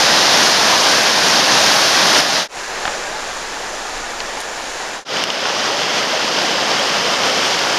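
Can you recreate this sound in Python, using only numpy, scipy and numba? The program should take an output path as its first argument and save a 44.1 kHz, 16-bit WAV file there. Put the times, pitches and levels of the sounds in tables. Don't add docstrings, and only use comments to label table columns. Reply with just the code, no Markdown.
import sys
import numpy as np
from scipy import signal
from scipy.fft import rfft, irfft, next_fast_len
from scipy.io import wavfile
from scipy.ndimage import uniform_filter1d, minimum_filter1d
from numba import njit

SR = 44100
rng = np.random.default_rng(int(sys.argv[2]) if len(sys.argv) > 2 else 0)


def materialize(psi):
    bounded = np.clip(np.atleast_2d(psi).T, -1, 1)
    quanta = np.round(bounded * 32767).astype(np.int16)
    wavfile.write(sys.argv[1], SR, quanta)


N = 343098
T = np.arange(N) / SR

# (frequency [Hz], relative level [dB])
RAPID_ROAR = [(10, -55), (25.0, -23.0), (62.6, -22.5), (184.0, -6.5), (447.0, -5.0), (614.0, 0.0),
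              (950.0, -0.5), (1320.0, -4), (1620.0, -1.5), (2150.0, -6.0), (5300.0, -3.0), (6400.0, -7.5),
              (7650.0, -20.5), (10000, -58)]
RIFFLE_ROAR = [(30, -40), (130.0, -16.5), (328.0, -6.5), (424.0, -3.0), (819.0, 0.5), (995.0, -2.0),
               (1340.0, -4.0), (1750.0, -2.0), (2050.0, -7.5), (2300.0, -6.5), (3120.0, -10.0),
               (7000.0, -10.5), (7650.0, -15.5), (10000, -51)]
WAVES_ROAR = [(10, -50), (25.0, -21), (62.6, -25.5), (184.0, -7.5), (379.0, -5), (557.0, -0.5),
              (800.0, -2.5), (1600.0, -5.5), (2420.0, -7.5), (3100.0, -4), (3950.0, -10.0), (5100.0, -5.5),
              (6400.0, -13), (7650.0, -25.5), (10000, -57)]
# (frequency [Hz], relative level [dB])
RAPID_SPRAY = [(4760, -41), (8100, -0.5), (8630, 3), (11100, -0.5), (13400, -6.5), (14800, -25)]
RIFFLE_SPRAY = [(4760, -20), (8100, -6), (8410, 1), (9050, -7), (9890, 0), (11900, -11), (14800, -21)]
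WAVES_SPRAY = [(4760, -28), (8100, -0.5), (8370, -2.5), (9890, -8.5), (11600, -7.5), (13600, -18),
               (14800, -28)]
# (frequency [Hz], relative level [dB])
WIND_RUMBLE = [(8, -3), (22, 4), (45, -7), (90, -14.5), (200, -25), (900, -90)]
# (peak time [s], level above the breeze [dB])
GUSTS = [(2.89, 4.5), (3.13, 4), (3.3, 4), (3.5, 5), (4.03, 6), (4.24, 4)]
# (time [s], length [s], start pitch [Hz], end pitch [Hz], peak level [dB])
SQUEAKS = [(3.03, 0.11, 1660, 1540, -31), (3.13, .07, 860, 880, -35), (3.249, 0.093, 1530, 1620, -31),
           (3.99, 0.103, 1410, 1510, -32), (4.0, .06, 1260, 1200, -30)]
# (time [s], level [dB], lowest tone [Hz], time to fade by 60 dB [s])
KNOCKS = [(2.854, -9, 1760, 0.0089), (2.8555, -20, 790, 0.1), (2.878, -15, 1750, .01),
          (2.8786, -17.5, 850, 0.069), (3.145, -27, 860, .14), (4.2038, -13, 2620, 0.011),
          (4.372, -19, 860, 0.045), (4.4033, -17, 7200, .012), (4.404, -19, 9500, .022),
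          (4.4133, -18, 9400, .022)]
# (pitch [times the lowest tone], relative level [dB])
GEAR_TONES = [(1, 1.5), (1.2, -7), (1.55, -15), (2.5, -9)]
# (time [s], level [dB], pitch [Hz], ring length [cycles])
SPLASHES = [(5.17, -11, 3200, 14), (5.2384, -9, 11000, 16), (5.2384, -6, 2860, 29), (5.292, -17, 990, 22),
            (5.3028, -9.5, 3000, 32), (5.455, -13, 1440, 36), (7.116, -16, 4800, 16),
            (7.592, -14, 9000, 20)]
# (peak time [s], length [s], roar change [dB], spray change [dB])
SWELLS = [(0.1, 0.33, 1, 0.5), (0.325, .1, .8, 2), (1.76, 0.27, -0.3, 2.5), (2.197, .14, 1.5, 2.5),
          (2.907, 0.61, 3, 1.2)]
# (time [s], depth [dB])
DIPS = [(1.085, 1.5), (2.208, 4), (5.245, 3)]

RAMP_START_S, WAVES_START_S, FADE_S = 2.48, 5.047, 0.097
TOP_HZ = 14700


def undb(db):
    return 10 ** (np.asarray(db) / 20)


def unit(x):
    return x / np.sqrt(np.mean(x ** 2))


def colour(x, points):
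    size = next_fast_len(N)
    hz, db = np.transpose(points)
    bin_hz = np.maximum(np.arange(size // 2 + 1) * SR / size, 1)
    gain = undb(np.interp(np.log(bin_hz), np.log(hz), db))
    return unit(irfft(rfft(x, size) * gain, size)[:N])


def wander(rate):
    hold = int(SR / rate)
    steps = np.repeat(rng.standard_normal(N // hold + 1), hold)
    return unit(uniform_filter1d(uniform_filter1d(steps, hold), hold // 2)[:N])


def hump(peak_s, length_s):
    return np.cos(np.pi * np.clip((T - peak_s) / length_s, -.5, .5)) ** 2


def fade(seconds_inside):
    return np.clip(seconds_inside / FADE_S, 0, 1)


def slap(decay_s, low_hz, high_hz, order=2):
    t = T[:SR // 10]
    decay = np.exp(-t / decay_s)
    band = signal.butter(order, [min(low_hz, SR / 4), min(high_hz, SR / 3)], "band", fs=SR, output="sos")
    burst = signal.sosfilt(band, rng.standard_normal(len(t)) * decay)
    return burst * np.linalg.norm(decay) / np.linalg.norm(burst)


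def dull(x, edge_hz):
    return signal.sosfilt(signal.butter(2, edge_hz, fs=SR, output="sos"), x)


def wind(breeze_db, flutter_db, gust_s):
    gust_db = sum(db * hump(peak_s, gust_s) for peak_s, db in GUSTS)
    rumble = colour(rng.standard_normal(N), WIND_RUMBLE)
    return rumble * undb(breeze_db + gust_db + flutter_db * wander(rate=8))


def squeaks():
    out = np.zeros(N)
    for start_s, length_s, from_hz, to_hz, db in SQUEAKS:
        first, n = int(start_s * SR), int(length_s * SR)
        phase = 2 * np.pi * np.cumsum(np.linspace(from_hz, to_hz, n)) / SR
        out[first:first + n] += undb(db) * np.hanning(n) * np.sin(phase)
    return out


def gear_knocks(crack_db, crack_s):
    out, t = np.zeros(N), T[:SR // 10]
    for start_s, db, hz, ring_s in KNOCKS:
        tones = sum(undb(tone_db) * np.sin(2 * np.pi * hz * ratio * t)
                    for ratio, tone_db in GEAR_TONES if hz * ratio < TOP_HZ)
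        decay = np.exp(-np.log(1000) * t / ring_s)
        crack = undb(crack_db) * slap(crack_s, hz / 2, hz * 2, order=3)
        first = int(start_s * SR)
        out[first:first + len(t)] += undb(db) * (tones * decay + crack)
    return out


@njit
def ring_bubbles(start_s, hz, gain, cycles, glide):
    out = np.zeros(N)
    for k in range(len(start_s)):
        n = int(cycles[k] * SR / hz[k]) + 2
        angle = 2 * np.pi * hz[k] / SR
        step = np.exp(1j * angle - 5.8 / n)
        bend = np.exp(1j * angle * glide / n)
        point = gain[k] + 0j
        first = int(start_s[k] * SR)
        for i in range(first, min(first + n, N)):
            point *= step
            step *= bend
            out[i] += point.imag
    return out


def splashes(slap_db, slap_s, glide):
    start_s, db, hz, cycles = np.array(SPLASHES, float).T.copy()
    out = ring_bubbles(start_s, hz, undb(db), cycles, glide)
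    for first, gain, pitch in zip((start_s * SR).astype(int), undb(db + slap_db), hz):
        burst = gain * slap(slap_s, pitch / 2, pitch * 2)
        out[first:first + len(burst)] += burst
    return out


def churn(flicker_db, flicker_rate, octaves=9):
    size = next_fast_len(N)
    spectrum = rfft(rng.standard_normal(size))
    share_of_top = np.arange(1, len(spectrum) + 1) / len(spectrum)
    octave = np.clip(np.log2(share_of_top) + octaves, 0, octaves - 1).astype(int)
    bands = (irfft(spectrum * (octave == k), size)[:N] for k in range(octaves))
    return unit(sum(band * undb(flicker_db * wander(flicker_rate)) for band in bands))


def bubble_cloud(low_hz, high_hz, cycles, spread_db, glide, count):
    when, pitch, chance, length = rng.random((count, 4)).T
    hz = low_hz + (high_hz - low_hz) * pitch ** 2
    extra_db = -spread_db * np.log(np.maximum(chance, 1 / 200))
    gain = np.sqrt(hz * pitch) * undb(extra_db)
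    return unit(ring_bubbles(when * N / SR, hz, gain, cycles * (.5 + length), glide))


def swelling():
    return sum(np.outer([roar_db, spray_db], hump(peak_s, length_s))
               for peak_s, length_s, roar_db, spray_db in SWELLS)


def approach(near_s, roar_db_per_s, spray_db_per_s):
    return np.outer([roar_db_per_s, spray_db_per_s], np.minimum(T - near_s, 0))


def dips(hold_s=0.064, recovery_db_per_s=11.5):
    down_db = np.zeros(N)
    for start_s, depth_db in DIPS:
        recovered_db = recovery_db_per_s * np.maximum(T - start_s - hold_s, 0)
        down_db += (T >= start_s) * np.maximum(depth_db - recovered_db, 0)
    return undb(-down_db)


def whitewater(water, flow, roar_colour, spray_colour, gurgle_db, fizz_db,
               surge_db, surge_rate, roar_db, spray_db, hiss_share):
    blur, gurgle, fizz = water
    roar_change_db, spray_change_db = flow
    foam = blur + undb(gurgle_db) * gurgle + undb(fizz_db) * fizz
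    roar = colour(foam, roar_colour)
    hiss = signal.sosfilt(signal.butter(1, 2500, "high", fs=SR, output="sos"), roar)
    extra_hiss = undb(hiss_share * (spray_change_db - roar_change_db)) - 1
    roar = (roar + hiss * extra_hiss) * undb(roar_db + roar_change_db)
    spray = colour(foam, spray_colour) * undb(spray_db + spray_change_db)
    return (roar + spray) * undb(surge_db * wander(surge_rate))


def scene():
    gurgle = bubble_cloud(low_hz=150.3, high_hz=2001, cycles=29.3, spread_db=1.54, glide=0.082, count=5000)
    fizz = bubble_cloud(low_hz=1650, high_hz=15600, cycles=6.3, spread_db=2.5, glide=.1, count=36000)
    water = churn(flicker_db=0.55, flicker_rate=14), gurgle, fizz
    rapid = whitewater(water, swelling(), RAPID_ROAR, RAPID_SPRAY, gurgle_db=-16, fizz_db=-6.5,
                       surge_db=0.5, surge_rate=20, roar_db=-12.0, spray_db=-32.4, hiss_share=0.31)
    riffle = whitewater(water, swelling(), RIFFLE_ROAR, RIFFLE_SPRAY, gurgle_db=-15.5, fizz_db=-6.5,
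                        surge_db=0.2, surge_rate=22, roar_db=-25.5, spray_db=-46.0, hiss_share=0.68)
    nearing = approach(near_s=7.31, roar_db_per_s=0.75, spray_db_per_s=2)
    waves = whitewater(water, nearing, WAVES_ROAR, WAVES_SPRAY, gurgle_db=-15, fizz_db=-5,
                       surge_db=0.51, surge_rate=25, roar_db=-16.0, spray_db=-39.5, hiss_share=0.52)
    knocks = dull(gear_knocks(crack_db=1.5, crack_s=0.0012), edge_hz=6300)
    drops = dull(splashes(slap_db=0.5, slap_s=0.001, glide=.15), edge_hz=6000)
    ramp = riffle + wind(breeze_db=-44.0, flutter_db=1.5, gust_s=0.17) + squeaks() + knocks
    mono = rapid * dips() * fade(RAMP_START_S - T)
    mono += ramp * fade(T - RAMP_START_S) * fade(WAVES_START_S - T)
    mono += (waves * dips() + drops) * fade(T - WAVES_START_S)
    return np.tile(mono, (2, 1))


def record(dry):
    notch_hz, peak_limit = 7870, .8
    notched = signal.lfilter(*signal.iirnotch(notch_hz, Q=22, fs=SR), dry)
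    safe_gain = np.minimum(1, peak_limit / (np.abs(notched) + 1e-9))
    smooth_gain = uniform_filter1d(minimum_filter1d(safe_gain, size=89), size=89)
    treble_cut = signal.ellip(10, .2, 80, TOP_HZ, fs=SR, output="sos")
    return signal.sosfilt(treble_cut, notched * smooth_gain)


dry = scene()
out = record(dry)
materialize(out)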